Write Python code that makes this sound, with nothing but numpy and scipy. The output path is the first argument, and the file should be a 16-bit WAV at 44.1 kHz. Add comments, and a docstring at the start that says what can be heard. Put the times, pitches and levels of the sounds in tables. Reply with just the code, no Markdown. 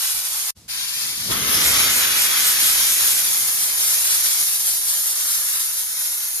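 """A steam cleaner hisses at a car's door handle outdoors while stray gusts thump on the microphone. The hiss
stops abruptly, and a short lull of rumble and faint hiss fades in. Then the valve opens: the jet starts off to
the left, swings onto the boot badge and scrubs it; as the nozzle closes in, roar gives way to hiss. The jet is
random noise split into four eddy sizes: the largest buffet the microphone, the next two roar and rush where the
plume meets the panel, the finest hiss at the nozzle. Gusts and lull are shaped noise too."""
import sys
import numpy as np
from scipy import signal
from scipy.fft import rfft, irfft
from scipy.io import wavfile
from scipy.ndimage import map_coordinates

SR = 44100
rng = np.random.default_rng(int(sys.argv[2]) if len(sys.argv) > 2 else 0)


def generate_wav(signal):
    """Clip the signal to [-1, 1] and save it as 16-bit WAV at the path in sys.argv[1]."""
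    frames = np.transpose(np.atleast_2d(signal))
    scaled = np.clip(frames, -1, 1) * 32767
    pcm = np.round(scaled).astype(np.int16)
    wavfile.write(sys.argv[1], SR, pcm)


N = 282240
TIME = np.arange(N) / SR
HZ = np.maximum(np.arange(N // 2 + 1) * SR / N, 1)   # frequencies of the spectrum; at least 1 for the logarithm
LEFT_RIGHT = np.array([[1], [-1]])   # plus for the left side, minus for the right

# gusts of the plume on the microphone, with their level before rise and decay: start_s, level_db
GUSTS = [(.138, -47.5), (.305, -56), (1.15, -52)]
GUST_ATTACK_S = .008
# the hiss flares as the hand wags the lance across the badge, which may turn the plume aside: # middle_s,
# hiss_gain_db, turned_share (0-1)
SWEEP_FLARES = [(1.53, 2.5, 0), (1.68, 2, 1), (1.82, 2, 0), (1.97, 3.5, 0.98), (2.22, 2.5, 0.9),
                (2.47, 1, 0.92), (2.69, 1.5, 0.7), (2.92, 1, 0.76), (3.15, 0, .6), (5.82, 1.7, 0),
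                (6.03, 1.5, 0.01)]


def from_db(db):
    """Turn decibels into a gain."""
    return np.exp(np.asarray(db) * (np.log(10) / 20))


def rms(x):
    """Average strength of a signal (root mean square)."""
    return np.sqrt(np.mean(x ** 2) + 1e-20)


def in_time(rows):
    """Draw each column of a table as a curve over time; the first column is seconds."""
    s, *columns = np.transpose(rows)
    return [np.interp(TIME, s, column) for column in columns]


def in_pitch(rows):
    """Draw each column of a table as a curve over log frequency; the first column is Hz."""
    hz, *columns = np.transpose(rows)
    return [np.interp(np.log(HZ), np.log(hz), column) for column in columns]


def hump(middle_s, length_s):
    """A smooth rise and fall of height 1."""
    return np.cos(np.pi * np.clip((TIME - middle_s) / length_s, -.5, .5)) ** 2


def drift(rate_hz):
    """A slow random curve of spread 1: noise smoothed so that it changes about `rate_hz` times a second."""
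    step, run_in = 40, 4000   # samples between points; points skipped while the filter settles
    r = np.exp(-2 * np.pi * step * rate_hz / SR)
    noise = rng.standard_normal(N // step + run_in + 2)
    slow = signal.lfilter([1], [1, -2 * r, r * r], noise)[run_in:]
    return np.interp(np.arange(N) / step, np.arange(len(slow)), slow / rms(slow))


def at_ports(streams, colour, ports):
    """Left and right spectra: the ports share direct sound with a phase lead, but not scattered sound."""
    coherence, lead_rad, balance_db = in_pitch(ports)
    alike = np.clip(coherence, 0, .9999)
    shared, scattered = rfft(streams) * from_db(in_pitch(colour)[0])
    pair = np.sqrt(1 + alike) * shared + LEFT_RIGHT * np.sqrt(1 - alike) * scattered
    return pair * from_db(LEFT_RIGHT * balance_db / 2) * np.exp(LEFT_RIGHT * .5j * lead_rad)


def lull():
    """Outdoor rumble and faint steam: coloured noise that fades in, then sinks to a steady floor."""
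    # spectrum of the open air and faint steam: freq_hz, relative level_db_per_hz
    air_colour = [(30, -4), (100, 4), (220, -4.5), (500, -14.5), (1700, -19), (2800, -17), (5000, -11.5),
                  (11000, -17.5), (14000, -25.8)]
    # how the two microphone ports hear it: freq_hz, coherence (0-1), left_lead_rad, left_minus_right_db
    air_ports = [(100, .97, 0, 0), (700, 0.68, .2, 1), (2500, .3, .5, 0), (8000, .3, 1, 0),
                 (11000, 0.9, 0, 0)]
    start_s, rise_s = 0.545, 0.028
    start_db, sink_db_per_s, floor_db = -47.5, 42, -65
    air = irfft(at_ports(rng.standard_normal((2, N)), air_colour, air_ports), N)
    age_s = np.maximum(TIME - start_s, 0)
    level_db = np.maximum(start_db - sink_db_per_s * (age_s - rise_s), floor_db)
    fade_in = np.minimum(age_s / rise_s, 1) ** 2
    return air / rms(air.mean(axis=0)) * fade_in * from_db(level_db)


def puffs():
    """Stray gusts of the plume push on the microphone: low-pitched noise that rises fast and dies away."""
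    top_hz, decay_s = 125, 0.057
    low_pass = signal.butter(2, top_hz, "low", fs=SR, output="sos")
    wind = signal.sosfilt(low_pass, rng.standard_normal(N))
    push = 0
    for start_s, level_db in GUSTS:
        age_s = TIME - start_s
        rise = np.clip(age_s / GUST_ATTACK_S, 0, 1)
        push = push + from_db(level_db) * rise * np.exp(-np.maximum(age_s, 0) / decay_s)
    return push * wind / rms(wind)


def turbulence(drops_per_s, drop_db, flutter_db, flutter_hz):
    """Two unrelated streams of fluttering jet noise, flecked with drops of condensate that hit the paint."""
    hits = rng.random((2, N)) < drops_per_s / SR
    sizes = from_db(drop_db + 2.6 * np.minimum(rng.exponential(1, (2, N)), 4))   # drop_db is the smallest
    flutter = from_db(flutter_db * drift(flutter_hz))
    return (rng.standard_normal((2, N)) - hits * sizes) * flutter


def bodywork(x, echo_db, longest_ms, sway_ms, sway_hz, reflect_hz, count):
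    """Glancing reflections off trim and gun dapple the spectrum; their paths shift as the hand sways."""
    # small faces return mainly short waves
    high_pass = signal.butter(1, reflect_hz, "high", fs=SR, output="sos")
    glints = signal.sosfilt(high_pass, x)
    delays_ms = longest_ms * (np.arange(count) + rng.uniform(.5, 1.5, count)) / count
    out = x.copy()
    for k, delay_ms in enumerate(delays_ms):
        lag = (delay_ms + sway_ms * drift(sway_hz)) * SR / 1000   # in samples
        echo = np.take(glints, np.arange(N) - lag.astype(int), axis=1, mode="wrap")
        out += (-1) ** k * from_db(echo_db) * echo   # every other echo is upside down
    return out


def unsteadiness():
    """What hand-made swells, sweep flares and chance wavering add to buffet, roar, rush and hiss, in dB."""
    # the jet swells or sags as the hand moves it over edges and hollows, before each eddy size takes its share:
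    # middle_s, length_s, gain_db
    hand_swells = [(0.048, 0.29, 3), (1.322, 0.051, 4), (2.03, 0.087, 2.5), (3.067, 0.17, 2),
                   (3.77, 0.16, -1), (3.906, 0.18, 1.5), (4.11, 0.18, 1.5), (4.34, 0.17, 1.5),
                   (4.697, 0.12, 1.5), (4.8, 0.16, -2.4), (4.91, 0.12, 2), (5.025, 0.11, -2),
                   (5.445, 0.23, -2), (5.673, 0.1, -3.5), (6.026, 0.16, 2.5), (6.16, 0.092, -0.5),
                   (6.25, .12, 1.5)]
    # how much of the swells buffet, roar, rush and hiss follow (0-1)
    swell_shares = (0.16, 0.99, 0.92, 0.62)
    together_spread_db, own_spread_db, waver_hz = 0.58, 0.54, 11   # all eddy sizes alike, and each by itself
    flare_s = 0.16
    swell_db = sum(db * hump(s, length_s) for s, length_s, db in hand_swells)
    together_db = together_spread_db * drift(waver_hz)
    buffet, roar, rush, hiss = [share * swell_db + together_db + own_spread_db * drift(waver_hz)
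                                for share in swell_shares]
    flare_db = sum(db * hump(s, flare_s) for s, db, _ in SWEEP_FLARES)
    return np.array([buffet, roar, rush, hiss + flare_db])


def jet(streams, colour, ports, levels_db):
    """Turbulence split into overlapping eddy sizes, each as strong as the aim of the lance makes it."""
    # eddy sizes, from buffet through roar and rush to hiss: centre_hz, core_from_hz, core_to_hz
    eddy_sizes = [(200, 50, 400), (1500, 1000, 2500), (4800, 3500, 7000), (10500, 9000, 13500)]
    spectra = at_ports(streams, colour, ports)
    power = np.mean(np.abs(spectra) ** 2, axis=0)
    centres = np.log([row[0] for row in eddy_sizes])
    peaks = np.eye(len(eddy_sizes))   # each size is full at its own centre and gone at its neighbours'
    out = 0
    for peak, (_, low_hz, high_hz), level_db in zip(peaks, eddy_sizes, levels_db):
        core_rms = np.sqrt(2 * power[(HZ > low_hz) & (HZ < high_hz)].sum()) / N
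        share = np.interp(np.log(HZ), centres, peak)
        eddies = irfft(spectra * share, N) / core_rms
        out = out + eddies * from_db(level_db)
    return out


def door_handle(streams, unsteady_db):
    """Steam on the door handle: jet noise, buffeted more from the first gust on, that breaks off abruptly."""
    # spectrum of the jet on the handle: freq_hz, relative level_db_per_hz
    door_colour = [(30, -24), (80, -31), (250, -30.5), (500, -26), (800, -15), (1500, -9), (2500, -8.5),
                   (5200, -3.5), (8300, -3), (9600, 1), (10600, -4), (11800, -1.5), (13000, -5),
                   (14500, -6)]
    # how the two microphone ports hear it: freq_hz, coherence (0-1), left_lead_rad, left_minus_right_db
    door_ports = [(900, 1, 0, 0), (1500, 0.23, -0.8, -0.1), (2800, 0.03, -4, 0.5), (5170, 0.18, -3.5, 2.5),
                  (6800, 0.35, -1.3, 0), (8100, 0.78, -3.0, -2), (8940, 0.01, -5.5, -2),
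                  (9600, 0.63, -4.5, -3.9), (10600, 1, -6.2, 1), (12900, 1, -6.3, 0), (13750, .62, -7.8, 0),
                  (14700, 0.99, -9.42, 0.5)]
    # levels before the unsteadiness: buffet_db, roar_db, rush_db, hiss_db
    door_levels = (-68, -40, -28.5, -26)
    breeze_db = 7   # extra buffet that the first gust leaves behind
    stop_s, drop_db, fade_db_per_s = 0.5064, 15, 1500   # a sudden drop, then a short fade
    buffet_db, *others_db = np.array(door_levels)[:, None] + unsteady_db
    arrived = np.clip((TIME - GUSTS[0][0]) / GUST_ATTACK_S, 0, 1)
    steam = jet(streams, door_colour, door_ports, [buffet_db + arrived * breeze_db, *others_db])
    stop_db = np.where(TIME < stop_s, 0, -drop_db - fade_db_per_s * (TIME - stop_s))
    return steam * from_db(stop_db)


def panel_echo(x):
    """The treble bounces off the panel beside the nozzle; ridges in the hiss glide as that short path changes."""
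    # the echo, whose delay is 1 / ridge spacing: time_s, ridge_spacing_hz, strength (0-1)
    panel_path = [(1.3, 3250, 0), (1.42, 3140, 0.4), (1.55, 2760, 0.46), (1.68, 3120, 0),
                  (1.86, 3650, 0.14), (1.98, 3120, 0.16), (2.22, 3100, 0.13), (2.37, 2780, 0),
                  (2.48, 3100, 0.1), (2.6, 2750, 0), (2.7, 3030, 0.15), (2.8, 2700, 0.06), (2.92, 3060, 0),
                  (3.06, 2740, 0), (3.5, 2750, .05)]
    reflect_hz = 4600   # the panel returns mainly what lies above this
    spacing_hz, strength = in_time(panel_path)
    high_pass = signal.butter(1, reflect_hz, "high", fs=SR, output="sos")
    treble = signal.sosfiltfilt(high_pass, x)
    echo = [map_coordinates(side, [np.arange(N) - SR / spacing_hz], order=3) for side in treble]
    return x + strength * np.array(echo)


def tone_changes(x):
    """Late tone changes of the jet: some broad bands swell, others sink."""
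    # bands that swell or sink for a while: start_s, end_s, centre_hz, width_hz, gain_db
    band_changes = [(3.6, 5.3, 640, 650, 2), (4.5, 6.5, 2300, 699, -3), (5.0, 5.327, 6600, 2500, 1.5),
                    (5.1, 6.5, 1350, 603, 2.5)]
    fade_s = 0.11
    for start_s, end_s, hz, width_hz, db in band_changes:
        inside = np.clip(np.minimum(TIME - start_s, end_s - TIME) / fade_s, 0, 1)
        band = signal.lfilter(*signal.iirpeak(hz, hz / width_hz, fs=SR), x)
        x = x + (from_db(db * inside) - 1) * band
    return x


def moving_band(x, hz, width_hz, size=128):
    """Pick out a band whose centre moves, with a resonant filter retuned every `size` samples."""
    out, state = np.zeros_like(x), np.zeros((len(x), 2))
    r = np.exp(-np.pi * width_hz / SR)
    zeros = np.array([1, 0, -1]) * (1 - r * r) / 2
    for i in range(0, N, size):
        poles = [1, -(1 + r * r) * np.cos(2 * np.pi * hz[i] / SR), r * r]
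        out[:, i:i + size], state = signal.lfilter(zeros, poles, x[:, i:i + size], zi=state)
    return out


def thinned_band(x):
    """A narrow band near 2.4-3 kHz is thinned in the middle and slightly raised at the sides; its centre wanders."""
    # course of the thinned band: time_s, centre_hz, wander_hz, depth (0-1)
    band_course = [(0.7, 2980, 20, .9), (1.05, 2980, 25, .85), (1.21, 2740, 30, .9), (1.3, 2420, 30, 0.9),
                   (1.45, 2590, 40, 0), (1.62, 2700, 36, 1), (2.1, 2830, 110, 0.5), (3.0, 2900, 140, 0.5),
                   (3.4, 2800, 180, 0.5), (6.4, 2950, 260, 0.8)]
    width_hz, side_gain, tremble_hz = 320, .25, 7
    centre_hz, wander_hz, depth = in_time(band_course)
    mid_and_side = np.array([x[0] + x[1], x[0] - x[1]]) / 2
    mid, side = moving_band(mid_and_side, centre_hz + wander_hz * drift(tremble_hz), width_hz)
    return x + np.clip(depth, 0, 1) * (side_gain * side * LEFT_RIGHT - mid)


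def boot_badge(streams, unsteady_db):
    """The valve opens off to the left, the plume swings onto the badge and scrubs it, and the nozzle closes in."""
    # draught of the plume on the microphone, before the unsteadiness: time_s, buffet_db
    draught = [(0.75, -58), (0.92, -56), (1.275, -43.5), (1.305, -33.5), (1.6, -35.5), (1.85, -38),
               (2.28, -48), (2.7, -47), (3.2, -50.5), (3.85, -55.5), (5.5, -61.5), (6.4, -64.5)]
    # course of the jet as the nozzle nears the paint, before the unsteadiness: time_s, roar_db, rush_db, hiss_db
    jet_course = [(0.75, -38.5, -28.6, -30.5), (1.0, -38, -28, -28.5), (1.29, -41.5, -29, -30.8),
                  (1.32, -31, -28.5, -27), (1.65, -27, -20, -21.5), (2.0, -26.5, -22, -23),
                  (2.85, -32.5, -22, -19.9), (3.6, -37.5, -26, -22), (4.2, -37.5, -23, -21.0),
                  (4.65, -41.5, -26.5, -22), (5.55, -38.5, -26.5, -23), (5.85, -44, -30, -26.5),
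                  (6.4, -43.5, -32, -26.5)]
    # pose of the lance: time_s, pose (0 = off to the left, 1 = on the edge of the plate,
    # 2 = slanting onto the badge, 3 = close over it)
    aim_path = [(1.27, 0.025), (1.32, 0.85), (1.5, 1.0), (1.57, 2), (2.3, 2.05), (2.8, 2.4), (3.3, 3)]
    # close over the badge the hand scrubs to and fro: far_end_s, reach (0-1)
    scrub_strokes = [(3.27, 0.36), (3.45, 0.33), (3.64, .8), (3.87, 0.96), (4.09, 1), (4.31, 0.8),
                     (4.52, 0.6), (4.69, 0.9), (4.9, 0.98), (5.12, 1), (5.3, .9), (5.44, .4), (5.58, .95),
                     (5.78, 0.5)]
    # spectra of the jet in its poses: freq_hz, relative level_db_per_hz
    aside_colour = [(30.0, -27), (90, -15), (150, -9), (280.0, -17), (500.0, -21), (1000.0, -14.5),
                    (1600.0, -10), (3000.0, -3), (5500.0, -1), (6300.0, -2.5), (8800.0, -2.5),
                    (9500.0, 0.5), (10300.0, -3.5), (13000.0, -6.5), (14500.0, -6)]
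    slant_colour = [(25.0, -35), (60.0, -8.5), (130.0, -9.5), (450.0, -9), (750.0, -6.5), (1300.0, 0),
                    (2900.0, 0.5), (4600.0, -2), (7200.0, -1), (9000.0, -0.5), (9700.0, 0.5),
                    (12300.0, -0.5), (13300.0, -5.5), (14500.0, -4.5)]
    close_colour = [(25.0, -42), (70.0, -20), (140.0, -20), (260.0, -25.5), (500.0, -22), (850.0, -18),
                    (1300.0, -14.0), (2400.0, -10), (4500.0, -6.5), (7400.0, -0.9), (9700.0, 1),
                    (12300.0, -0.5), (13300.0, -3), (14500.0, -4)]
    turned_colour = [(25, -35), (60, -6), (130, -9.5), (450, -10), (750, -5.5), (1300, 0.5), (2900, 0),
                     (4600, -1.5), (6500, -1.5), (7900, -2), (9700, -.5), (12300, -0.5), (13300, -4.5),
                     (14500, -4)]   # plume turned aside as the hand wags the lance
    # how the two microphone ports hear each pose: freq_hz, coherence (0-1), left_lead_rad, left_minus_right_db
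    aside_ports = [(100.0, .92, .1, 1), (600.0, 0.8, 1.0, 2.5), (1400.0, 0.63, 0.2, 2.5),
                   (2310, 0.35, 1, -2.5), (2980, 0.5, 2.5, 2), (3760, 0.4, 3.5, 5), (4650, 0.2, 0.9, 10.5),
                   (5600.0, 0.44, 2.5, 6.5), (6800, 0.2, 5.5, -0.5), (7830, 0.99, 3, 0),
                   (8250, 0.98, 3.5, 2), (9500.0, 0.3, 1.5, -2), (11000.0, 1, 0, -0.1),
                   (13000, 1, -0.1, 0.1), (13750, .5, -2, 0), (14440, 1.0, -3, -0.5)]
    edge_ports = [(100, 0.72, .1, 3), (334, 0.85, 0.48, 5.5), (770, 0.82, 2.7, 5), (1290, 0.9, 5.6, 4),
                  (2000, .35, 5.9, 5), (2500, 0.35, 9.7, -3), (3480, .15, 13.2, 5), (4500, 0.34, 13, 9.5),
                  (6500, 0.67, 16.9, -1), (7700, 1, 15.7, -0.5), (8500, 1, 15.7, 0), (9400, 0.57, 14.4, -1),
                  (10500, 1, 13, 0), (13000, .98, 12.5, 0), (13750, .45, 11, 0), (14300, 0.98, 9.42, -1)]
    slant_ports = [(101, 0.7, 0.15, 2), (330, 0.75, 0.66, 2.5), (580, 0.49, 2.2, 3), (1290, 0.51, 5.54, 3),
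                   (2050, 0.45, 6.1, 1.9), (2720, 0.28, 9.7, 2), (3470, 0.12, 13, 2.5),
                   (4100.0, 0.44, 10.7, 4.5), (5100, 0.64, 13.8, -1), (6740, 0.3, 13.4, 0.5),
                   (7600, 0.97, 15.7, 1), (8500, 0.98, 15.75, -0.5), (9530, 1, 14.2, -4),
                   (10600, 1, 12.1, 0.5), (13000, 0.99, 12.5, 0), (13750, .5, 11, 0),
                   (14500, 1.0, 9.42, 0.0)]
    close_ports = [(700, 1, 0, -0.5), (1400, .76, -.5, -.3), (2170, 0.42, 0, 0.5), (2800, 0.35, 3.5, 0.5),
                   (3500, .05, 3.5, 1), (4180, .11, 5, 7), (4960, 0.24, 5.9, 1), (5830, 0.28, 7, -.7),
                   (6730, .45, 7, .2), (7280, .5, 8.5, .2), (7710, 1, 9.5, 0.5), (8420, 1, 9.5, 1),
                   (9000, 0.65, 8.7, -1), (9670, .6, 7.3, -2), (10700, 1, 6.3, 0), (12900, .99, 5.5, 0),
                   (13700, .48, 5, 0), (14500, 0.98, 3, 0)]
    reach_ports = [(704, 1, -0.5, -0.2), (1400, 0.78, -0.5, 1), (2170, 0.32, 1.0, -0.5),
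                   (2740, 0.32, 3.5, -0.1), (3480, 0.16, 0.3, 2), (4200, 0.23, -0.2, 7),
                   (5000, 0.44, 1.1, 2.2), (5800, 0.87, 2.9, 0.6), (6540, 0.75, 3, 0.4),
                   (7250, 0.76, 3, -4), (8140, 0.85, 3.6, 2.5), (9000, 0.3, 0.7, 1), (9750, 0.74, 2, -1.3),
                   (10700, 0.93, 0.64, 0.4), (12900, 1, -1, -0.1), (13700, 0.51, -0.8, -0.0),
                   (14500, 1, -4, -0.1)]   # far end of a scrubbing stroke
    turned_ports = [(100, 0.76, .15, 0), (400, 0.87, 1, 1), (700, 0.56, 1.9, 3.5), (1390, 0.59, 5.6, 1),
                    (2180, .4, 6.4, .3), (2800, 0.48, 9.4, -1), (3500, 0.24, 10.2, 0),
                    (4200, 0.42, 10.5, 1.7), (4940, 0.55, 12.2, -2.5), (5830, 0.52, 10.9, -1),
                    (6500, 1, 12.6, .3), (7250, 1, 12.5, 1), (8100, 0.5, 14.4, 4), (9000, 0.38, 12.3, 1.5),
                    (10100, 0.89, 15.8, -1), (10800, .97, 12.57, 0), (13000, 0.99, 12.57, 0),
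                    (13750, .55, 11.2, 0), (14400, 1, 9.57, 0)]
    turn_s, stroke_s = .18, .24
    valve_open_s, valve_rise_s = 0.678, 0.019

    levels_db = np.array(in_time(draught) + in_time(jet_course)) + unsteady_db
    aim = np.clip(in_time(aim_path)[0], 0, 3)
    turned = np.clip(sum(turn * hump(s, turn_s) for s, _, turn in SWEEP_FLARES), 0, 1)
    reach = np.clip(sum(far * hump(s, stroke_s) for s, far in scrub_strokes), 0, 1)
    aside, edge, slant, close = [np.clip(1 - np.abs(aim - k), 0, 1) * (1 - turned) for k in range(4)]
    poses = [(aside, aside_colour, aside_ports),
             (edge, slant_colour, edge_ports),
             (slant, slant_colour, slant_ports),
             (close * (1 - reach), close_colour, close_ports),
             (close * reach, close_colour, reach_ports),
             (turned, turned_colour, turned_ports)]
    plume = 0
    for k, (share, colour, ports) in enumerate(poses):
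        own = np.roll(streams, k * SR, axis=1)   # turbulence a second apart is unrelated
        plume = plume + np.sqrt(share) * jet(own, colour, ports, levels_db)   # poses blend at equal power
    flow = 1 - np.exp(-np.maximum(TIME - valve_open_s, 0) / valve_rise_s)
    return thinned_band(tone_changes(panel_echo(plume))) * flow


def scene():
    """Mix the lull and gusts with the jet, first on the door handle and then on the boot badge."""
    streams = turbulence(drops_per_s=500, drop_db=6.0, flutter_db=0.5, flutter_hz=35)
    streams = bodywork(streams, echo_db=-12.5, longest_ms=6.0, sway_ms=.35, sway_hz=.3,
                       reflect_hz=2020, count=8)
    unsteady_db = unsteadiness()
    background = lull() + puffs()
    return background + door_handle(streams, unsteady_db) + boot_badge(streams, unsteady_db)


def record(dry):
    """The microphone sheds the deepest rumble, and a steep filter cuts the top."""
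    low_cut_hz, top_cut_hz = 31, 14900
    lean = signal.sosfilt(signal.butter(2, low_cut_hz, "high", fs=SR, output="sos"), dry)
    return signal.sosfilt(signal.ellip(12, .2, 80, top_cut_hz, fs=SR, output="sos"), lean)


dry = scene()
out = record(dry)
generate_wav(out)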